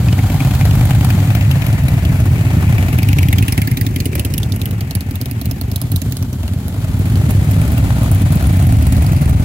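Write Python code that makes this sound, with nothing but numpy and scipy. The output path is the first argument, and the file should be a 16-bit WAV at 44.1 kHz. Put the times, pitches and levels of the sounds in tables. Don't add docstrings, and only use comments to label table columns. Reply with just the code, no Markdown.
import sys
import numpy as np
from scipy import signal
from scipy.fft import rfft, irfft
from scipy.io import wavfile
from scipy.ndimage import uniform_filter1d

SR = 44100
rng = np.random.default_rng(int(sys.argv[2]) if len(sys.argv) > 2 else 0)


def master(y):
    cut = np.clip(np.atleast_2d(y).T, -1, 1)
    pcm = np.round(cut * 32767)
    wavfile.write(sys.argv[1], SR, pcm.astype(np.int16))


N = 416304
T = np.arange(N) / SR
TWIN_GAP = 315 / 720
BIKE_SPREAD_DB = 2.5
PEAK_DELAY_S = .003

# time in seconds, thump in relative dB, treble in dB, knock pitch in Hz, growl in dB.
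COLUMN = [(0, -13.5, -39, 710, -36.5), (.45, -9.5, -35, 750, -39.5), (1.1, -10.5, -36, 750, -32.5),
          (1.5, -12, -39.5, 657, -39), (2.3, -12.5, -41, 650, -33.5), (2.75, -12, -40.5, 718, -31.5),
          (3.5, -15.5, -40.5, 774.7, -37), (4.1, -20, -54, 556, -30.5), (4.5, -17.5, -57, 642.7, -33.5),
          (5, -20, -49, 675, -41), (5.7, -21, -48, 670, -39.5), (6.08, -19.5, -42, 625, -38),
          (6.3, -21.5, -45.5, 640, -44), (6.86, -17, -43.5, 636, -38.5), (7.3, -12.5, -40, 633, -32.5),
          (8, -10.5, -38, 644.5, -37.5), (8.7, -12, -39, 696, -36.5), (9.44, -12, -42, 654, -35)]
# frequency in Hz, density in relative dB per Hz.
PIPE_SPECTRA = [
    [(15, -62), (25, -41), (47, -10), (83, -1.5), (102, 1.5), (139, -2.5), (221, -15.5), (285, -19.5),
     (403, -40.5), (505, -51), (600, -32), (780, -79), (1320, -120)],
    [(15, -62), (25, -64), (43, -11), (74, -1), (97, 2.5), (122, -1), (145, -5.5), (172, -7.5),
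     (263, -13.5), (305, -30), (377, -27), (600, -41.5), (780, -68), (1320, -120)],
    [(15, -30), (25, -50), (54, -1.5), (75, 0.5), (100, 4.5), (130, -3), (227, -13), (267, -11.5),
     (387, -37.5), (518, -51), (600, -27.5), (780, -76), (1320, -120)],
]
# frequency in Hz, density in relative dB per Hz.
BARK_SPECTRUM = [(1200, -37), (1700, 2.5), (2300, 1), (2800, 0.5), (3600, -16)]
# frequency in Hz, density in relative dB per Hz.
KNOCK_SPECTRUM = [(350, -4.5), (500, -4), (620, -6.5), (800, -4), (1000, -6), (1500, -2), (2000, -15.5)]


def gain_of(db):
    return 10 ** (np.asarray(db) / 20)


def evened(x):
    return x / np.sqrt(np.mean(x ** 2) + 1e-20)


def read(points, hz):
    table_hz, value = np.transpose(points)
    return np.interp(np.log(hz + 1), np.log(table_hz + 1), value)


def along(rows, t=T):
    s, *columns = np.transpose(rows)
    return [np.interp(t, s, column) for column in columns]


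def coloured(points):
    spectrum = rfft(rng.standard_normal((2, N)))
    gain = gain_of(read(points, np.fft.rfftfreq(N, 1 / SR)))
    return evened(irfft(spectrum * gain, N))


def resonate(x, hz, width_hz):
    turn = np.exp(2j * np.pi * np.cumsum(hz) / SR)
    decay = np.exp(-np.pi * width_hz / SR)
    return (turn * signal.lfilter([1], [1, -decay], x / turn)).real


def burst(rise_s, fall_s, tail_db, tail_s):
    t = np.arange(3000) / SR
    late = np.maximum(t - rise_s, 0)
    fall = np.exp(-late / fall_s) + gain_of(tail_db) * np.exp(-late / tail_s)
    return np.minimum(t / rise_s, 1) ** 2 * fall


def train(s, size):
    at = np.round(s * SR).astype(int)
    keep = (at >= 0) & (at < N)
    return np.bincount(at[keep], size[keep], N)


def twin(rate, uneven_db, wander, gap=TWIN_GAP):
    drift = evened(uniform_filter1d(uniform_filter1d(rng.standard_normal(N), 9000), 9000))
    cycles = np.cumsum(rate * (1 + wander * drift)) / (2 * SR) + rng.random()
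    first = np.diff(np.floor(cycles), prepend=0) > 0
    second = np.diff(np.floor(cycles - gap), prepend=-1) > 0
    return evened((first | second) * gain_of(uneven_db * rng.standard_normal(N)))


def steady(noise):
    stroke_s = .005
    power = abs(uniform_filter1d(noise ** 2, size=round(stroke_s * SR)))
    return noise / np.sqrt(power + 1e-3)


def gusts(noise, s, db, shape):
    return steady(noise) * signal.oaconvolve(train(s - .0015, gain_of(db)), shape)[:N]


def ports(pair, likeness, size=256):
    # time in seconds, full lag of the left port in ms.
    lag = [(0, 0.036), (2.8, 0.32), (3.6, 0.6), (5, 0.35), (5.7, 0.41), (6.1, 0.13), (6.7, 0.16),
           (7.3, 0.29), (8.2, 0.35), (9.44, 0.58)]
    # frequency in Hz, share of the full lag.
    lag_share = [(100, 0.25), (500, 0.55), (1000, 0.48), (2000, 0.79)]
    # frequency in Hz, left minus right in dB.
    port_tilt = [(60, 0), (200, 0), (380, 0.6), (700, 0), (1290, 5), (2380, 8), (4400, -2), (8120, -1),
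                 (15000, -2)]
    # frequency in Hz, left-right likeness (0 to 1) when the likeness argument is 1.
    base_likeness = [(60, 0.97), (130, 0.99), (300, 0.92), (700, 0.95), (1500, 0.64), (2500, 0.64),
                     (4500, 0.28), (15000, 0.17)]
    overlap = size * 3 // 4
    hz, t, (a, b) = signal.stft(pair, SR, nperseg=size, noverlap=overlap)
    same = np.clip(read(base_likeness, hz)[:, None], 0, 1) ** (1 / likeness)
    lag_s = along(lag, t)[0] / 1000
    late = np.exp(-2j * np.pi * (hz * read(lag_share, hz))[:, None] * lag_s)
    tilt = gain_of(read(port_tilt, hz)[:, None] / 2)
    left = (same * a * late + np.sqrt(1 - same ** 2) * b) * tilt
    right = a / tilt
    return signal.istft([left, right], SR, nperseg=size, noverlap=overlap)[1][:, :N]


def spit(shift=1):
    # frequency in Hz, density in relative dB per Hz.
    edge_spectrum = [(6500, -14), (8300, 1), (9200, 4.5), (12200, 6), (14000, 4), (16000, 9)]
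    # time in seconds, frequency in Hz before any shift.
    edge_peak = [(0, 11900), (.8, 13300), (2.6, 11700), (3.7, 12500), (5.7, 12400), (7.2, 10900),
                 (9.44, 8900)]
    noise = coloured(edge_spectrum)
    peak = evened(resonate(noise, shift * along(edge_peak)[0], 2400))
    return evened(noise + 0.96 * peak)


def column():
    engine_rates = [14.5, 16.7, 21]
    # knock in dB at a thump of loud_db, then knock dB per dB of thump.
    knock_law = (-36.5, 1.05)
    # frequency in Hz, density in relative dB per Hz.
    growl_spectrum = [(240, -49), (300, 5.5), (380, 3), (480, -6.5), (600, -24)]
    # frequency in Hz, density in relative dB per Hz.
    hiss_spectrum = [(2200, -66), (3000, 3.5), (4400, 0.5), (5700, -6), (7000, -0.5), (9000, -7),
                     (12000, -29)]
    # time in seconds, level in dB.
    clatter_level = [(0, -40.5), (.5, -38), (1.1, -36.5), (1.6, -34.5), (2.2, -36), (2.7, -34), (3.3, -39),
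                     (3.8, -43), (4.2, -42), (4.7, -42.5), (5.3, -42.5), (5.8, -46), (6.3, -51.5),
                     (6.8, -45.5), (7.3, -38.5), (8, -38), (8.6, -36.5), (9.1, -38), (9.44, -41)]
    loud_db = -16
    fizz_db = 0.5
    far_blows_db = -6
    casing_hz, casing_width_hz = 2130, 1070
    pass_s, pass_span_s, pass_hz, pass_width_hz, pass_db = 4.2, 0.16, 520, 310, -40

    thump_db, treble_db, knock_hz, growl_db = along(COLUMN)
    knock_db = knock_law[0] + knock_law[1] * (thump_db - loud_db)
    fires = sum(twin(rate, 1.5, .006) for rate in engine_rates)
    throb = evened(signal.oaconvolve(fires, burst(0.0026, 0.003, -0.87, 0.027))[:N])
    throb = np.minimum(throb, 1.8)

    case = coloured(KNOCK_SPECTRUM)
    case = case + 1.53 * evened(resonate(case, knock_hz, 315))
    out = gain_of(knock_db) * evened(case * (0.57 + throb))
    hum = evened(resonate(rng.standard_normal((2, N)), np.full(N, pass_hz), pass_width_hz))
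    out += gain_of(pass_db) * np.exp(-((T - pass_s) / pass_span_s) ** 2) * hum
    out += gain_of(growl_db) * evened(coloured(growl_spectrum) * (0.15 + throb))
    clatter = coloured(BARK_SPECTRUM)
    casings = evened(resonate(clatter, np.full(N, casing_hz), casing_width_hz))
    clatter = clatter + 0.55 * casings
    out += gain_of(along(clatter_level)[0]) * evened(clatter * (3.9 + throb))
    out += gain_of(treble_db) * evened(coloured(hiss_spectrum) * (1.7 + throb))
    out += gain_of(treble_db + fizz_db) * evened(spit() * (2.5 + throb))
    return ports(out, likeness=0.51), gain_of(thump_db + far_blows_db) * evened(fires)


def far_drone():
    drone_db = -5
    roar = ports(coloured(PIPE_SPECTRA[0]), likeness=2.7, size=2048)
    return gain_of(along(COLUMN)[0] + drone_db) * roar


def thump(points):
    size = 2 ** 15
    level_db = np.maximum(read(points, abs(np.fft.fftfreq(size, 1 / SR))), -100)
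    log_gain = np.log(gain_of(level_db))
    shape = np.fft.ifft(np.exp(np.conj(signal.hilbert(log_gain)))).real[:6000]
    return -shape / np.linalg.norm(shape)


def yard(x):
    taps = rng.choice([-1., 1.], (2, 9000)) * (rng.random((2, 9000)) < .03)
    taps *= gain_of(-60 * np.arange(9000) / SR / 0.3)
    taps /= np.linalg.norm(taps, axis=1)[:, None]
    return signal.oaconvolve(x[None], taps, axes=1)[:, :N]


def pipes(clicks, echo_db):
    pipe_changes = [3.4, 6.8]
    which = np.searchsorted(pipe_changes, T + .25 * rng.standard_normal(N))
    place = np.floor(T * 3) % 3
    out = 0
    for k, points in enumerate(PIPE_SPECTRA):
        for spot in range(3):
            blows = signal.oaconvolve(clicks * (which == k) * (place == spot), thump(points))[:N]
            echoes = yard(blows)
            out = out + np.array([blows + gain_of(echo_db) * echoes[0], echoes[1]])
    return ports(out, likeness=1.74, size=2048)


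def knocks(s, db):
    ring = resonate(train(s + 0.002, gain_of(db + 7.5)), along(COLUMN)[2], 60)
    return ring + gusts(coloured(KNOCK_SPECTRUM), s, db, burst(.003, .005, -6, .014))


def other_bikes():
    # time in seconds, beats per second, mean knock in dB.
    beside_far = [(0, 17.1, -38), (1.3, 20.4, -47), (2.7, 19.6, -44), (4, 14.14, -60), (6.5, 17, -49.5),
                  (7.4, 21.4, -40)]
    # time in seconds, knock in dB.
    front_knocks = [(7.443, -35), (7.554, -39), (7.65, -40), (7.74, -39), (7.833, -41), (7.924, -34),
                    (8.019, -34), (8.114, -31), (8.213, -46), (8.323, -31), (8.407, -31), (8.505, -33),
                    (8.598, -29), (8.69, -30.5), (8.781, -39), (8.869, -33), (8.956, -33), (9.044, -32),
                    (9.131, -29), (9.22, -31), (9.308, -30), (9.396, -36)]
    # time in seconds, mean thump in dB.
    beside_thump = [(0, 6), (1.3, 13), (2.7, 14.5), (4, 6.5), (6.5, 8), (7.4, 13.5), (8.3, 14), (9, 16),
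                    (9.44, 22)]
    rear_knock_db = -9.5
    beside_bark_db = -14

    front, front_db = np.transpose(front_knocks)
    far = np.flatnonzero(twin(along(beside_far)[0], 0, .004, gap=.47)) / SR
    far = far[far < front[0] - .03]
    rear = front[:-1] + TWIN_GAP * np.diff(front)
    s = np.concatenate([front, rear, far])
    luck_db = BIKE_SPREAD_DB * rng.standard_normal((len(s), 3))
    thump_db = along(beside_thump, s)[0] + luck_db[:, 0]
    far_db = along(beside_far, far)[1] + luck_db[-len(far):, 1]
    knock_db = np.concatenate([front_db, front_db[:-1] + rear_knock_db, far_db])
    bark_db = knock_db + beside_bark_db + luck_db[:, 2]
    out = knocks(s, knock_db)
    out = out + gusts(coloured(BARK_SPECTRUM), s, bark_db, burst(0.002, 0.011, -35, 0.017))
    return ports(out, likeness=1.0), train(s + .001, gain_of(thump_db))


def bikes_behind():
    # time in seconds, thump in dB.
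    thumps = [(0.0262, 15.4), (0.0419, 18.2), (0.0743, 18.4), (0.1043, 16.1), (0.2605, 18.2),
              (0.3214, 16.3), (0.3505, 20.3), (0.4543, 16.5), (0.47, 16.9), (0.6314, 18.3), (0.6695, 18.8),
              (0.6895, 19.8), (0.7329, 21.6), (0.771, 22.5), (0.7914, 19.0), (0.8333, 20.4), (0.9671, 18.6),
              (0.9814, 18.9), (1.07, 20.6), (1.1519, 17.4), (1.2771, 18.8), (1.3686, 21.0), (1.4771, 19.9),
              (1.5043, 18.9), (1.5352, 19.7), (1.5667, 22.1), (1.6414, 19.4), (1.6824, 20.7),
              (1.7476, 18.5), (1.7962, 17.2), (1.851, 17.3), (1.9167, 19.2), (1.9671, 20.4), (2.0233, 18.5),
              (2.0648, 18.4), (2.1024, 20.6), (2.12, 19.3), (2.1438, 18.4), (2.1871, 18.7), (2.2195, 19.4),
              (2.2805, 19.9), (2.319, 18.7), (2.4586, 19.2), (2.5357, 21.3), (2.5795, 21.0), (2.6676, 22.4),
              (2.7014, 22.4), (2.7338, 18.7), (2.7938, 20.0), (2.8495, 18.0), (2.9371, 19.9),
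              (2.9533, 19.4), (3.069, 18.0), (3.1019, 18.5), (3.2538, 19.7), (3.3386, 19.3), (3.3738, 16.6),
              (3.4062, 18.0), (3.59, 17.6), (3.7381, 13.1), (3.8414, 12.1), (3.9033, 14.8), (3.9367, 11.9),
              (4.091, 13.9), (4.1671, 12.2), (4.2614, 12.1), (4.301, 9.8), (4.3243, 9.9), (4.3981, 10.6),
              (4.459, 13.3), (4.5138, 13.9), (4.5448, 11.2), (4.5719, 11.2), (4.629, 13.2), (4.6671, 11.9),
              (4.7029, 11.6), (4.7224, 10.8), (4.761, 9.4), (4.8676, 10.4), (4.9633, 13.3), (5.0219, 9.0),
              (5.061, 11.0), (5.1348, 10.2), (5.1667, 8.9), (5.3671, 11.1), (5.4686, 13.5), (5.4881, 10.1),
              (5.5676, 9.1), (5.6376, 10.5), (5.681, 9.2), (5.7281, 9.7), (5.8414, 12.8), (5.94, 17.2),
              (6.0286, 10.4), (6.0614, 16.5), (6.079, 12.3), (6.1929, 10.7), (6.2148, 12.3), (6.2419, 12.0),
              (6.28, 11.3), (6.2933, 11.0), (6.3557, 12.2), (6.4033, 12.1), (6.4486, 10.2), (6.5119, 14.5),
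              (6.56, 13.7), (6.6124, 10.7), (6.6524, 14.4), (6.7781, 12.3), (6.8381, 14.4), (6.8995, 14.0),
              (6.9424, 15.2), (6.9733, 13.3), (6.9962, 15.9), (7.069, 16.9), (7.1162, 16.0), (7.1367, 18.8),
              (7.169, 19.1), (7.2367, 17.8), (7.2857, 17.1), (7.3481, 17.3), (7.3781, 19.5), (7.4195, 18.3),
              (7.4714, 19.2), (7.4843, 16.3), (7.5343, 19.2), (7.5738, 21.5), (7.6462, 17.5),
              (7.7452, 18.1), (7.7967, 16.2), (7.8267, 18.8), (7.8562, 16.7), (7.9195, 17.6), (7.951, 16.2),
              (8.0133, 20.8), (8.0571, 20.1), (8.1071, 19.9), (8.2371, 21.9), (8.3033, 17.9),
              (8.3605, 20.1), (8.6452, 17.8), (8.7062, 19.6), (8.7957, 20.7), (8.8838, 18.6), (8.981, 18.0),
              (9.1138, 17.5), (9.1557, 20.3), (9.311, 20.7), (9.3233, 19.6), (9.3586, 18.4)]
    thump_knock_db, thump_bark_db = -57.5, -63
    s, db = np.transpose(thumps)
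    luck_db = BIKE_SPREAD_DB * rng.standard_normal((len(s), 2))
    knock_db = db + thump_knock_db + luck_db[:, 0]
    bark_db = db + thump_bark_db + luck_db[:, 1]
    out = gusts(coloured(KNOCK_SPECTRUM), s, knock_db, burst(0.0042, 0.0095, -8, 0.021))
    out += gusts(coloured(BARK_SPECTRUM), s, bark_db, burst(.002, 0.0061, -10, .012))
    return ports(out, likeness=1.0), train(s, gain_of(db))


def puffs(noise, s, db):
    # start in seconds, swell in s, fall in s, trail in dB, trail fall in s, echo in dB re puff.
    puff_shapes = [(0, 0.0037, 0.0032, -3, .007, -25), (2.75, .0035, 0.0033, -2.5, 0.0053, -23),
                   (4.3, 0.0027, 0.002, -8.5, 0.0029, -11.5), (6.9, 0.0041, 0.0036, -5.5, 0.0086, -20)]
    # delay in seconds, level in dB re the echo level above.
    slap_echoes = [(.006, -1), (.021, -12)]
    lead_s = 0.00079
    which = np.searchsorted([row[0] for row in puff_shapes[1:]], s)
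    level = 0
    for k, (_, rise_s, fall_s, tail_db, tail_s, echo_db) in enumerate(puff_shapes):
        at = s[which == k] - lead_s - .0015
        size = gain_of(db[which == k])
        clicks = train(at, size)
        for delay_s, slap_db in slap_echoes:
            clicks = clicks + train(at + delay_s, size * gain_of(echo_db + slap_db))
        level = level + signal.oaconvolve(clicks, burst(rise_s, fall_s, tail_db, tail_s))[:N]
    return steady(noise) * level


def nearest_bike():
    # time in seconds,
    # nominal puff peak in dB, spit in dB, bark in dB, knock in dB, whistle in Hz.
    beats = [(0.0838, -16, -44, -24, -39, 2930), (0.1263, -12, -37, -30, -31, 2910),
             (0.189, -24.0, -38, -27, -35, 2950), (0.2367, -24, -39, -37, -33, 3210),
             (0.299, -26, -43, -29, -31, 3360), (0.342, -22.0, -37, -39, -29, 2910),
             (0.403, -17, -35, -23, -30, 3300), (0.4474, -22, -35, -26, -26, 2910),
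             (0.5086, -16, -33, -28.5, -34, 3320), (0.5496, -17, -27, -30, -34, 4360),
             (0.61, -18, -30.5, -21.5, -27, 3420), (0.652, -13, -28, -33, -25.5, 4100),
             (0.7091, -13, -31, -24.5, -28, 2880), (0.752, -33, -29, -33.0, -28, 3940),
             (0.809, -17, -30, -27, -28, 2990), (0.853, -20, -26, -39, -29, 3210),
             (0.907, -15, -34, -21, -25, 2930), (0.9479, -21, -29, -32, -28, 3340),
             (1.008, -14, -30.0, -24, -33, 3040), (1.046, -11, -24, -30, -24, 2970),
             (1.102, -14, -26, -23, -29, 4870), (1.146, -27, -43, -49, -47, 2930),
             (1.202, -17, -36.0, -31.0, -37, 2910), (1.245, -29.0, -46, -36.5, -38.0, 3320),
             (1.3025, -16, -30, -25.5, -28.5, 3600), (1.3499, -11, -20.5, -25.5, -28, 2910),
             (1.409, -15, -37, -25.5, -46, 2930), (1.449, -26, -43.5, -31, -48, 3060),
             (1.512, -10, -25, -25, -41, 3060), (1.555, -27.5, -40, -35, -32.0, 3700),
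             (1.6191, -13, -32, -25, -35, 3020), (1.665, -15, -26, -32, -34, 2950),
             (1.7271, -18, -30, -38, -34, 2910), (1.78, -31, -43.0, -40, -39, 3420),
             (1.8354, -21.5, -31, -37, -42, 2950), (1.8827, -15, -25.5, -28, -38, 4070),
             (1.94, -23, -33, -39, -44, 3730), (1.99, -34, -40.0, -37, -44, 3790),
             (2.0505, -14, -30, -30.5, -36, 3040), (2.095, -30.0, -40.0, -31, -41, 3680),
             (2.156, -32, -43.5, -32, -35, 2930), (2.2007, -20, -33.0, -33, -31, 6700),
             (2.256, -27.0, -34, -46, -33, 3170), (2.305, -41, -43, -42, -46, 3700),
             (2.361, -30, -45, -32, -42, 3120), (2.409, -31.5, -52, -35, -34, 2930),
             (2.4655, -32, -47, -27, -34, 3060), (2.5111, -26, -44, -34, -37, 3140),
             (2.567, -29, -46, -43, -47, 2910), (2.628, -34, -42, -35, -46, 2910),
             (2.678, -24, -42.5, -25, -43, 2910), (2.724, -20, -33, -25, -31, 2910),
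             (2.781, -24, -34, -20.5, -31, 3530), (2.825, -24, -38, -24, -32, 3360),
             (2.883, -20, -37, -25, -32, 3030), (2.929, -29, -27, -25, -33.0, 2910),
             (2.9857, -14, -23.5, -20.5, -31, 3320), (3.0296, -11, -23, -23.5, -38, 5030),
             (3.0872, -8, -22, -19, -42, 3100), (3.1294, -8, -21.5, -19.5, -34.0, 2900),
             (3.1852, -8, -21.5, -17.5, -32, 3100), (3.229, -10, -22.5, -18.5, -44, 2940),
             (3.2852, -6.5, -18.5, -21, -42, 3180), (3.3278, -10, -18.5, -14.5, -28, 3640),
             (3.3834, -4.5, -21.5, -23, -39, 3200), (3.4242, -18, -24, -19, -41.5, 2910),
             (3.481, -8, -19, -18.5, -39, 3100), (3.5227, -8, -18, -21.5, -38, 5500),
             (3.5774, -9, -21, -19, -32, 2990), (3.617, -12, -20.5, -20.5, -41, 2940),
             (3.6737, -12.5, -20.5, -22, -38, 4500), (3.714, -20, -25, -22.5, -46, 5220),
             (3.771, -8, -21.5, -24.5, -50, 3700), (3.811, -15, -19, -22.5, -49, 4960),
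             (3.8647, -9, -22.5, -28, -41, 3500), (3.9606, -10.5, -22.5, -26.5, -47, 3080),
             (4.0022, -8, -22, -27, -52, 4400), (4.056, -11, -19.5, -27, -41, 2910),
             (4.153, -13, -20, -25.5, -30, 3126), (4.1949, -8.5, -19, -26, -32, 2880),
             (4.2487, -11, -20, -29, -42, 3040), (4.339, -8.5, -18, -26.5, -43, 5500),
             (4.3799, -6, -12, -29, -53, 3370), (4.4317, -3.5, -22, -45, -40, 3530),
             (4.5219, -7, -25, -40, -44, 3500), (4.5618, -20, -24.5, -35, -37, 7240),
             (4.6162, -6.5, -21, -32, -49, 3600), (4.657, -9, -16.5, -29.5, -50, 3040),
             (4.71, -16, -24, -37, -40, 3940), (4.808, -11, -25, -29, -36.5, 4630),
             (4.9097, -7.5, -24, -33, -38, 4225), (4.9519, -8.5, -14, -30, -43, 4800),
             (5.0078, -11.5, -23, -36, -42.5, 4840), (5.11, -18, -24, -42, -52, 4740),
             (5.156, -12.5, -20.5, -35, -49, 3540), (5.214, -9.5, -18.5, -44, -39, 5000),
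             (5.2578, -13, -23, -35, -48, 3730), (5.312, -16, -20.5, -35, -45, 4620),
             (5.4144, -10.5, -21, -43, -39, 4180), (5.457, -12, -19, -36, -43, 4160),
             (5.5123, -11, -21, -35, -37.0, 5330), (5.6128, -10.5, -19, -44, -34, 4250),
             (5.7161, -13.5, -23, -40, -38, 5060), (5.76, -6.5, -15, -44, -39, 3800),
             (5.816, -10, -19, -39, -35.5, 5100), (5.918, -12, -18, -35, -39, 4270),
             (5.9608, -5, -15, -43, -50, 3940), (6.0179, -10, -22, -34, -41, 6950),
             (6.123, -10, -21, -35, -49, 6900), (6.169, -11, -21.5, -46, -46, 4100),
             (6.2261, -13.5, -26, -40.0, -39.5, 6000), (6.33, -16, -29, -43, -39, 6050),
             (6.4313, -19, -34, -35, -36, 3210), (6.479, -15, -29, -37, -37.0, 4220),
             (6.5355, -20, -31, -41, -42, 3257), (6.682, -19, -25, -51, -47, 3900),
             (6.7419, -32, -37.5, -46, -38, 3550), (6.8442, -28, -40.5, -37.5, -31.5, 7060),
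             (6.991, -39, -34, -46, -41, 2970), (7.0557, -28, -35, -33, -40, 4310),
             (7.098, -33, -37, -39, -38, 4200), (7.155, -21, -40, -32, -40, 4560),
             (7.2625, -31, -46, -41, -39, 4110), (7.3064, -24, -25.5, -28, -37, 6440),
             (7.5116, -20, -25.5, -30, -33, 7600), (7.6142, -28, -27.5, -30, -33, 2990),
             (7.6768, -34, -32.0, -35, -35, 3340), (7.7172, -34, -27, -34.0, -36, 4220),
             (7.778, -29, -27, -27, -31, 3060), (7.9844, -32, -35.0, -34.5, -42, 3420),
             (8.0308, -29.5, -27, -43, -33, 7490), (8.1139, -24, -18.5, -41, -31, 3490),
             (8.147, -35, -27, -37.0, -39, 2950), (8.2172, -21, -26.5, -46, -34, 3370),
             (8.3215, -21.0, -24.5, -41, -45, 4480), (8.354, -39, -24, -44, -39, 2970),
             (8.424, -26, -28, -36, -31.0, 4070), (8.4686, -32, -25, -37, -40, 3980),
             (8.5256, -30.0, -30, -45, -41, 3640), (8.5682, -33, -26, -44, -39.0, 3006),
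             (8.6242, -26, -26, -34, -32, 6740), (8.6677, -22, -23, -38, -35, 3620),
             (8.7226, -27, -24.5, -37, -27, 6424), (8.768, -21, -26, -37.0, -38, 4370),
             (8.8229, -21, -27, -36, -43, 5430), (8.867, -17, -24, -31.5, -35, 4030),
             (8.9225, -15, -23.5, -34, -35, 7200), (8.965, -15.5, -26, -34, -35.0, 4400),
             (9.0207, -24.5, -27, -32, -33, 3010), (9.0638, -16, -28, -37, -36, 4800),
             (9.119, -18, -27, -31, -43, 6750), (9.1633, -13, -25, -26, -35.5, 4700),
             (9.215, -23.5, -26, -35, -37, 6400), (9.2563, -25, -32, -30, -40, 4520),
             (9.294, -27, -27, -36, -36, 2908)]
    # time in seconds, mean thump in dB, mean left minus right in dB.
    near_level = [(0, 15.5, -0.5), (.8, 18, 0), (1.4, 13.5, 1.5), (2.1, 16.5, 3), (2.7, 16, -0.5),
                  (3.2, 20, -0.5), (3.7, 15, -4), (4.2, 15.5, -3.5), (4.5, 5.5, -4), (5.2, 3, -2.5),
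                  (6, 10, -6), (6.6, -4, -0.5), (7.2, 13, -10), (8, 14, 0), (8.7, 21.5, -1), (9.44, 17, -6)]
    beat_spread_db = [1.5, 1.5]
    # frequency in Hz, density in relative dB per Hz.
    puff_spectrum = [(2400, -3), (3000, 15.5), (3600, 16), (6000, 13.5), (7500, 11.5), (9000, -21)]
    # time in seconds, mean frequency in Hz.
    bark_peak = [(0, 2310), (1.1, 2360), (2.7, 2490), (3.1, 2400), (3.4, 2530), (3.8, 2220), (4.1, 2450),
                 (4.4, 2820), (9.44, 2330)]
    # time in seconds, mean level in dB.
    header_level = [(0, -15), (2.4, -26), (2.9, -14.5), (3.7, -11.5), (4.5, -21.5), (5.4, -21), (6.4, -21),
                    (7, -23.5), (9.44, -17.5)]
    crest_db = 16.5
    rear_gap_s, rear_thump_db = .053, 1.5
    thump_follows = 0.1
    bark_wander, spit_wander = .08, .16
    header_hz, header_rise_s, header_fall_s = 265, .008, .007

    s, puff_db, spit_db, bark_db, knock_db, whistle_hz = np.transpose(beats)
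    luck_db = rng.standard_normal((len(s), 2)) * beat_spread_db
    thump_db, pan_db = along(near_level, s) + luck_db.T
    rear = np.diff(s, prepend=-1) < rear_gap_s
    extra_db = puff_db - uniform_filter1d(puff_db, size=7)

    jet = coloured(puff_spectrum)
    whistle = evened(resonate(jet, np.interp(T - PEAK_DELAY_S, s, whistle_hz), 210))
    out = puffs(evened(jet + 0.98 * whistle), s, puff_db - crest_db)

    bark_chance, spit_chance = rng.standard_normal((2, len(s)))
    bark_shift = 1 + bark_wander * np.interp(T - PEAK_DELAY_S, s, bark_chance)
    spit_shift = 1 + spit_wander * np.interp(T - PEAK_DELAY_S, s, spit_chance)
    out += puffs(spit(spit_shift), s, spit_db)
    shell = coloured(BARK_SPECTRUM)
    shell_ring = evened(resonate(shell, bark_shift * along(bark_peak)[0], 270))
    shell = evened(shell + 1.03 * shell_ring)
    out += gusts(shell, s, bark_db, burst(0.0031, 0.0057, -15.5, 0.026))
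    out += knocks(s, knock_db)

    header = train(s, ~rear * gain_of(along(header_level, s)[0] + luck_db[:, 0]))
    swell = burst(header_rise_s, header_fall_s, -22.5, 0.046)
    header_ring = swell * np.sin(2 * np.pi * header_hz * T[:len(swell)])
    out += signal.oaconvolve(header, header_ring)[:N]

    lean = gain_of(.5 * np.interp(T, s, pan_db))
    blow_db = thump_db + rear_thump_db * rear + thump_follows * extra_db
    blows = train(s + 0.00083, gain_of(blow_db))
    return ports(out, likeness=1.06) * [lean, 1 / lean], blows


def engine_raps():
    # time in seconds, nominal peak in dB, pitch in Hz.
    raps = [(1.181, -27, 867), (2.626, -9, 1070), (4.13, -14.5, 2230), (4.178, -18, 2270),
            (7.904, -10.5, 790), (8.059, -16, 887), (8.269, -33, 1052)]
    crest_db = 15.0
    s, peak_db, hz = np.transpose(raps)
    pitch_hz = np.interp(T - PEAK_DELAY_S, s, hz)
    ring = evened(resonate(rng.standard_normal((2, N)), pitch_hz, 360))
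    shape = burst(0.0034, 0.0035, -2.9, 0.007)
    return ports(gusts(ring, s, peak_db - crest_db, shape), likeness=2.3)


def scene():
    rest, rest_blows = column()
    others, other_blows = other_bikes()
    behind, behind_blows = bikes_behind()
    near, near_blows = nearest_bike()
    blows = near_blows + other_blows + rest_blows + behind_blows
    return near + others + rest + behind + engine_raps() + far_drone() + pipes(blows, echo_db=-12)


def record(dry):
    edge_hz = 15900
    heard = signal.lfilter(*signal.butter(2, 18, "high", fs=SR), dry)
    power_db = 10 * np.log10(abs(uniform_filter1d((heard ** 2).mean(0), 700)) + 1e-12)
    excess_db = np.maximum(power_db + 7.5, 0)
    heard = heard / gain_of(0.99 * uniform_filter1d(excess_db, 400))
    soft = np.clip(1.4 * np.tanh(heard / 1.4), -.99, .99)
    band_limit = signal.firwin(255, edge_hz, window=("kaiser", 7), fs=SR)
    return signal.oaconvolve(soft, band_limit[None], "same")


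dry = scene()
out = record(dry)
master(out)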